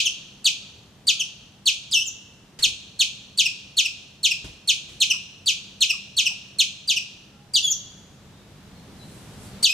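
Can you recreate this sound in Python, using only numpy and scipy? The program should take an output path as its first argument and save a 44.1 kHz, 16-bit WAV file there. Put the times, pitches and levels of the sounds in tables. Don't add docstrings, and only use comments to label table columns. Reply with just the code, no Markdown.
import sys
import numpy as np
from scipy import signal
from scipy.fft import rfft, irfft
from scipy.io import wavfile
from scipy.ndimage import uniform_filter1d

SR = 44100
rng = np.random.default_rng(int(sys.argv[2]) if len(sys.argv) > 2 else 0)


def store_wav(level_fs):
    pcm = np.round(np.clip(np.atleast_2d(level_fs), -1, 1) * 32767)
    wavfile.write(sys.argv[1], SR, pcm.T.astype(np.int16))


N = 429093
TIME = np.arange(N) / SR
RUN_IN = SR // 10
LEAD_S = .002


def from_db(db):
    return 10 ** (np.asarray(db) / 20)


def rms_one(x):
    return x / np.sqrt(np.mean(x ** 2) + 1e-20)


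def along(rows, at):
    return np.interp(at, *np.transpose(rows))


def gain_at(spectrum, hz):
    points, db = np.transpose(spectrum)
    return from_db(np.interp(np.log(np.maximum(hz, 1)), np.log(points), db))


def add(track, start_s, sound):
    at = round(start_s * SR) + np.arange(len(sound))
    inside = (at >= 0) & (at < len(track))
    track[at[inside]] += sound[inside]


def wander(size, per_s):
    return np.interp(np.arange(size) * per_s / SR, np.arange(4096), rng.standard_normal(4096))


def correlate(mid, side, alike):
    return np.sqrt(1 + alike) * mid + np.sqrt(1 - alike) * side * [[1], [-1]]


# frequency in Hz, correlation from 0 to 1.
LIKENESS = [(30, 0.962), (150, 0.956), (500, 0.866), (1000, 0.624), (4000, 0.127), (15000, 0.061)]


def stereo_noise(spectrum):
    hz = np.arange(N // 2 + 1) * SR / N
    mid, side = rfft(rng.standard_normal((2, N)))
    both = correlate(mid, side, along(LIKENESS, hz))
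    return rms_one(irfft(both * gain_at(spectrum, hz), N))


# frequency in Hz, relative density in dB per Hz.
ONSET_NOISE_COLOUR = [(600, -27), (2800, -14.5), (6500, -6), (8300, 7), (10500, -12.5), (15000, -26)]
ONSET_NOISE_EARLY_S, ONSET_NOISE_S, ONSET_NOISE_DB = 0.00478, 0.01064, -13.5


def onset_noise():
    swell = np.zeros(N)
    for start_s, *_, db in CHIPS + SQUEALS:
        pulse = np.hanning(round(ONSET_NOISE_S * SR))
        add(swell, start_s - ONSET_NOISE_EARLY_S, from_db(db + ONSET_NOISE_DB) * pulse)
    one_side = stereo_noise(ONSET_NOISE_COLOUR)[0]
    return np.pad(swell * one_side, (RUN_IN, 0))


def sweep(top_hz, hold_s, fall_s, low_hz, length_s, rise_s=0.000946, scoop=0.2445):
    t = np.arange(round(length_s * SR)) / SR
    pitch = low_hz + (top_hz - low_hz) * np.exp(-np.maximum(t - hold_s, 0) / fall_s)
    return pitch * (1 - scoop * np.exp(-t / rise_s))


def glide(first_hz, last_hz, length_s, bend):
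    share = np.linspace(0, 1, round(length_s * SR))
    return first_hz + (last_hz - first_hz) * share ** bend


# strength in dB, from the first harmonic upward.
HARMONICS_DB = [0, -6, -11, -19, -19, -28]
# frequency in Hz, relative gain in dB.
THROAT = [(1900, -15.5), (2500, -1), (3200, 0), (4200, -3), (5100, 0), (6500, 3), (8000, -6.5),
          (10000, -8.5), (11500, -13), (13300, -1.5), (15000, -22.5)]


def voice(pitch, shape, jitter=.004, rasp=.045, purity_db=13, easy_hz=3200, low_rasp=.1):
    size = len(pitch)
    pitch = pitch * (1 + jitter * wander(size, per_s=1300))
    phase = 2 * np.pi * np.cumsum(pitch) / SR
    tension = np.clip(np.log2(pitch / easy_hz), 0, .5)
    tone = np.zeros(size)
    for k, db in enumerate(HARMONICS_DB, 1):
        strength = from_db(db - purity_db * tension * (k - 1.5)) * gain_at(THROAT, k * pitch)
        below_nyquist = k * pitch < SR / 2
        tone += strength * below_nyquist * np.sin(k * phase)
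    hz = np.arange(size // 2 + 1) * SR / size
    air = irfft(rfft(rng.standard_normal(size)) * gain_at(THROAT, hz), size)
    high_pass = signal.butter(4, 2400, "high", fs=SR, output="sos")
    air = signal.sosfilt(high_pass, air) + low_rasp * air
    envelope = from_db(along(shape, np.linspace(0, 1, size))) * signal.windows.tukey(size, .04)
    return (tone + rasp * rms_one(air)) * envelope


def utter(calls, shape):
    out = np.zeros(RUN_IN + N)
    for start_s, db, pitch in calls:
        add(out, RUN_IN / SR + start_s, from_db(db) * voice(pitch, shape))
    return out


# start in seconds, top pitch in Hz, length in seconds, level in dB before the shape.
CHIPS = [ (-0.034, 4511, 0.0514, -17.5), (0.4455, 4584, 0.0523, -19), (1.0712, 4649, 0.0507, -18),
         (1.659, 4448, 0.0495, -18), (2.626, 4363, 0.0428, -18), (2.9933, 4385, 0.0451, -18.5),
         (3.3765, 4566, 0.0564, -19), (3.7704, 4416, 0.0506, -18.5), (4.2327, 4383, 0.053, -19.5),
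         (4.6769, 4404, 0.05, -19.5), (5.0048, 4228, 0.042, -18), (5.4609, 4637, 0.0605, -21.5),
         (5.8085, 4257, 0.0428, -18), (6.1687, 4455, 0.0523, -20), (6.588, 4297, 0.0455, -17.5),
         (6.877, 4740, .064, -21)]
# share of its length, gain in dB.
HARD_SHAPE = [(0, -28), (.04, -10), (.11, -5), (.21, 1), (.4, 2), (.56, -2), (.8, -6), (1, -20)]
CHIP_HOLD_S, CHIP_LOW_HZ, CHIP_FALL_SHARE = .0068, 1934.3, .36


def chips():
    calls = []
    for start_s, top_hz, length_s, db in CHIPS:
        pitch = sweep(top_hz, LEAD_S + CHIP_HOLD_S, CHIP_FALL_SHARE * length_s, CHIP_LOW_HZ, length_s)
        calls.append((start_s - LEAD_S, db, pitch))
    return utter(calls, HARD_SHAPE)


# delay in ms, left gain in dB, right gain in dB.
REFLECTIONS = [(1.852, -19.5, -6), (4.897, -16.5, -9.5), (6.753, 0.5, -2), (7.372, -10, -49)]
TWIG_FIRST_MS, TWIG_LAST_MS, TWIG_DB = 2.2, 14, -8
EAR_LAG_MS = 0.1174


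def near_echoes(x, count=6):
    out, t = np.array([x, x]), np.arange(len(x)) / SR

    def late(ms):
        return np.interp(t - ms / 1000, t, x, left=0)

    for delay_ms, left_db, right_db in REFLECTIONS:
        out += from_db([[left_db], [right_db]]) * late(delay_ms)
    twigs = rng.uniform([TWIG_FIRST_MS, -1], [TWIG_LAST_MS, 1], (count, 2))
    for delay_ms, bearing in twigs:
        out += from_db(TWIG_DB) * np.array([late(delay_ms), late(delay_ms + bearing * EAR_LAG_MS)])
    return out


def scatter(x, t60, level_db, dull_hz, onset_s, alike):
    t = np.arange(SR) / SR
    mid, side = rng.standard_normal((2, SR))
    decay = from_db(-60 * t / t60)
    build_up = 1 - np.exp(-(t / onset_s) ** 2)
    tail = correlate(mid, side, alike) * decay * build_up
    tail = tail / np.sqrt(np.sum(tail ** 2) / 2)
    tail = signal.sosfilt(signal.butter(2, dull_hz, fs=SR, output="sos"), tail)
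    return from_db(level_db) * signal.fftconvolve(x[None], tail, axes=1)[:, :len(x)]


# frequency in Hz, relative density in dB per Hz.
RUMBLE_COLOUR = [(15, -53.5), (25, -14), (129, -1), (198, -5), (340, -12.5), (389, -13.5), (552, -16.5),
                 (2170, -25), (2850, -24.5), (3630, -24), (4040, -25), (4380, -27), (5730, -28.5),
                 (7300, -31), (15500, -43)]
# time in seconds, level in dB.
RUMBLE_DB = [(0, -52.5), (4, -53.5), (7, -53), (8.5, -52), (9.7, -48.5)]


def rumble():
    return from_db(along(RUMBLE_DB, TIME)) * stereo_noise(RUMBLE_COLOUR)


# frequency in Hz, rms level in dB before it wavers.
HUM = [(145.3, -72.5), (199.6, -63)]


def hum(waver_db=3.0):
    out = np.zeros(N)
    for hz, db in HUM:
        level = from_db(db + waver_db * wander(N, per_s=11))
        out += level * np.sqrt(2) * np.sin(2 * np.pi * hz * TIME)
    return out


# start in seconds, first pitch in Hz, level in dB before the shape.
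YELPS = [(0.047, 3805, -24), (1.19, 3754, -26), (3.449, 3118, -23.5), (3.845, 3140, -26),
         (4.303, 3084, -25), (5.096, 3351, -21), (5.891, 3167, -22), (6.253, 3269, -23), (6.958, 3268, -25)]
# share of its length, gain in dB.
SOFT_SHAPE = [(0, -20.5), (.15, -4), (.35, 4), (.65, 1), (.85, 0.5), (1, -32.5)]
YELP_START_HZ, YELP_END_HZ, YELP_S, YELP_BEND = 3209.4, 2330.7, .0245, .8
YELP_END_FOLLOWS, YELP_LENGTH_FOLLOWS = 0.2457, 1.531


def yelps():
    calls = []
    for start_s, first_hz, db in YELPS:
        ratio = first_hz / YELP_START_HZ
        last_hz = YELP_END_HZ * ratio ** YELP_END_FOLLOWS
        length_s = YELP_S * ratio ** YELP_LENGTH_FOLLOWS
        calls.append((start_s, db, glide(first_hz, last_hz, length_s, YELP_BEND)))
    return utter(calls, SOFT_SHAPE)


def whistles(notes, waver):
    out = np.zeros(N)
    for start_s, length_s, first_hz, last_hz, db in notes:
        pitch = np.linspace(first_hz, last_hz, round(length_s * SR))
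        pitch = pitch * (1 + waver * wander(len(pitch), per_s=323))
        tone = np.sin(2 * np.pi * np.cumsum(pitch) / SR)
        add(out, start_s, from_db(db) * np.hanning(len(pitch)) * tone)
    return out


# start in seconds, last pitch in Hz, level in dB.
RISING_WHISTLES = [(0.5, 1331, -78.5), (1.003, 1346, -70), (3.648, 1436, -70.5), (6.114, 1450, -71.5),
                   (7.174, 1417, -74.5)]
WHISTLE_S, WHISTLE_START_HZ = 0.23, 1268
# start in seconds, first pitch in Hz, level in dB.
TWEETS = [(8.31, 3886, -69.5), (8.72, 4454, -68.5), (8.96, 4233, -63), (9.43, 4781, -71.5)]
TWEET_S, TWEET_END_SHARE = .07, 0.91
# start in seconds, length in seconds, first and last pitch in Hz, level in dB.
HOOT = [(7.26, 0.2, 800, 849, -72.5)]


def far_birds():
    notes = [(s, WHISTLE_S, WHISTLE_START_HZ, last_hz, db) for s, last_hz, db in RISING_WHISTLES]
    notes += [(s, TWEET_S, hz, TWEET_END_SHARE * hz, db) for s, hz, db in TWEETS]
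    notes += HOOT
    dry_notes = whistles(notes, waver=0.0193)
    return scatter(dry_notes, t60=0.6, level_db=11.0, dull_hz=7000, onset_s=0.00094, alike=0.67)


# start in seconds, top pitch in Hz, time held at the top in seconds,
# trough pitch in Hz, length in seconds, level in dB before the shape.
SQUEALS = [(1.914, 5060, 0.00527, 2620, .1, -21.5), (7.538, 4780, .01, 2578, 0.0577, -20.5),
           (9.63, 4530, 0.012, 2373, 0.0552, -16.5)]


def squeals(fall_s=.014):
    calls = []
    for start_s, top_hz, hold_s, low_hz, length_s, db in SQUEALS:
        pitch = sweep(top_hz, LEAD_S + hold_s, fall_s, low_hz, length_s)
        calls.append((start_s - LEAD_S, db, pitch))
    return utter(calls, HARD_SHAPE)


# start in seconds, first and last pitch in Hz,
# length in seconds, level in dB before the shape.
WHINES = [(1.98, 2620, 3228, 0.0522, -33), (7.62, 3560, 3202, .072, -28), (9.678, 2420, 2670, 0.054, -25)]


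def whines():
    calls = [(s, db, glide(first_hz, last_hz, length_s, 1)) for s, first_hz, last_hz, length_s, db in WHINES]
    return utter(calls, SOFT_SHAPE)


# start in seconds, first pitch in Hz, level in dB before the shape.
SQUEAKS = [(2.052, 7520, -37.5), (7.691, 7218, -30.5)]


def squeaks(length_s=.04, last_hz=5094, bend=2.1):
    calls = [(s, db, glide(first_hz, last_hz, length_s, bend)) for s, first_hz, db in SQUEAKS]
    return utter(calls, SOFT_SHAPE)


# start in seconds, decay time in seconds, thud and scuff level in dB before the swell.
BUMPS = [(2.589, 0.0434, -56.5, -36), (2.665, 0.046, -42, -84), (4.442, 0.05, -38, -44.5),
         (4.886, 0.12, -50, -51)]
# frequency in Hz, relative density in dB per Hz.
THUD_COLOUR = [(25, -18.5), (55, 1.5), (120, -6), (300, -13.5), (1000, -26.5), (4000, -65)]
SCUFF_COLOUR = [(150, -5), (600, -14), (1700, -4.5), (4000, -1.5), (8000, -5.5), (15000, -24)]


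def bumps():
    thud, scuff = np.zeros((2, N))
    t = np.arange(SR // 2) / SR
    for start_s, decay_s, thud_db, scuff_db in BUMPS:
        swell = np.exp(-t / decay_s) * (1 - np.exp(-t / 0.00091))
        add(thud, start_s, from_db(thud_db) * swell)
        add(scuff, start_s, from_db(scuff_db) * swell)
    return thud * stereo_noise(THUD_COLOUR) + scuff * stereo_noise(SCUFF_COLOUR)


# start in seconds, first pitch in Hz,
# peak level in dB before scattering.
GRUNTS = [(5.125, 1490, -60.5), (5.925, 1305, -58), (6.29, 1099, -63)]


def grunts(length_s=0.0353, end_share=0.671):
    notes = [(s, length_s, hz, end_share * hz, db) for s, hz, db in GRUNTS]
    dry_notes = whistles(notes, waver=0.078)
    return scatter(dry_notes, t60=0.116, level_db=15.5, dull_hz=5000, onset_s=0.00068, alike=0.96)


# time in seconds, level in dB.
RUSTLE_DB = [(8.7, -92.5), (9.0, -69), (9.15, -61), (9.36, -67), (9.46, -57), (9.56, -72.5), (9.7, -74.5)]
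# frequency in Hz, relative density in dB per Hz.
RUSTLE_COLOUR = [(2000, -26.5), (5000, -7), (8500, 4), (11500, -2.5), (15000, -18)]


def rustle():
    return from_db(along(RUSTLE_DB, TIME)) * stereo_noise(RUSTLE_COLOUR)


def scene():
    calls = onset_noise() + chips() + yelps() + squeals() + whines() + squeaks()
    leaves = scatter(calls, t60=0.2523, level_db=0, dull_hz=10250, onset_s=.013, alike=0.228)
    grove = scatter(calls, t60=0.8794, level_db=-7.5, dull_hz=6630, onset_s=0.02145, alike=0.336)
    heard = (near_echoes(calls) + leaves + grove)[:, RUN_IN:]
    heard = heard * np.minimum(TIME / .004, 1)
    return heard + rumble() + hum() + far_birds() + bumps() + grunts() + rustle()


def record(dry, target_db=-14.0, release_db_per_s=3.0, attack_s=0.00506, ceiling=0.565, cutoff_hz=15300):
    power = uniform_filter1d(np.mean(dry ** 2, axis=0), size=600)
    excess_db = 10 * np.log10(np.abs(power) + 1e-12) - target_db
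    excess_db[0] = 0
    recovery_db = release_db_per_s * TIME
    held_db = np.maximum.accumulate(excess_db + recovery_db) - recovery_db
    pole = np.exp(-1 / (attack_s * SR))
    ducked = dry * from_db(-signal.lfilter([1 - pole], [1, -pole], held_db))
    rounded = ducked / (1 + (ducked / ceiling) ** 8) ** (1 / 8)
    return signal.sosfilt(signal.ellip(10, .3, 80, cutoff_hz, fs=SR, output="sos"), rounded)


dry = scene()
out = record(dry)
store_wav(out)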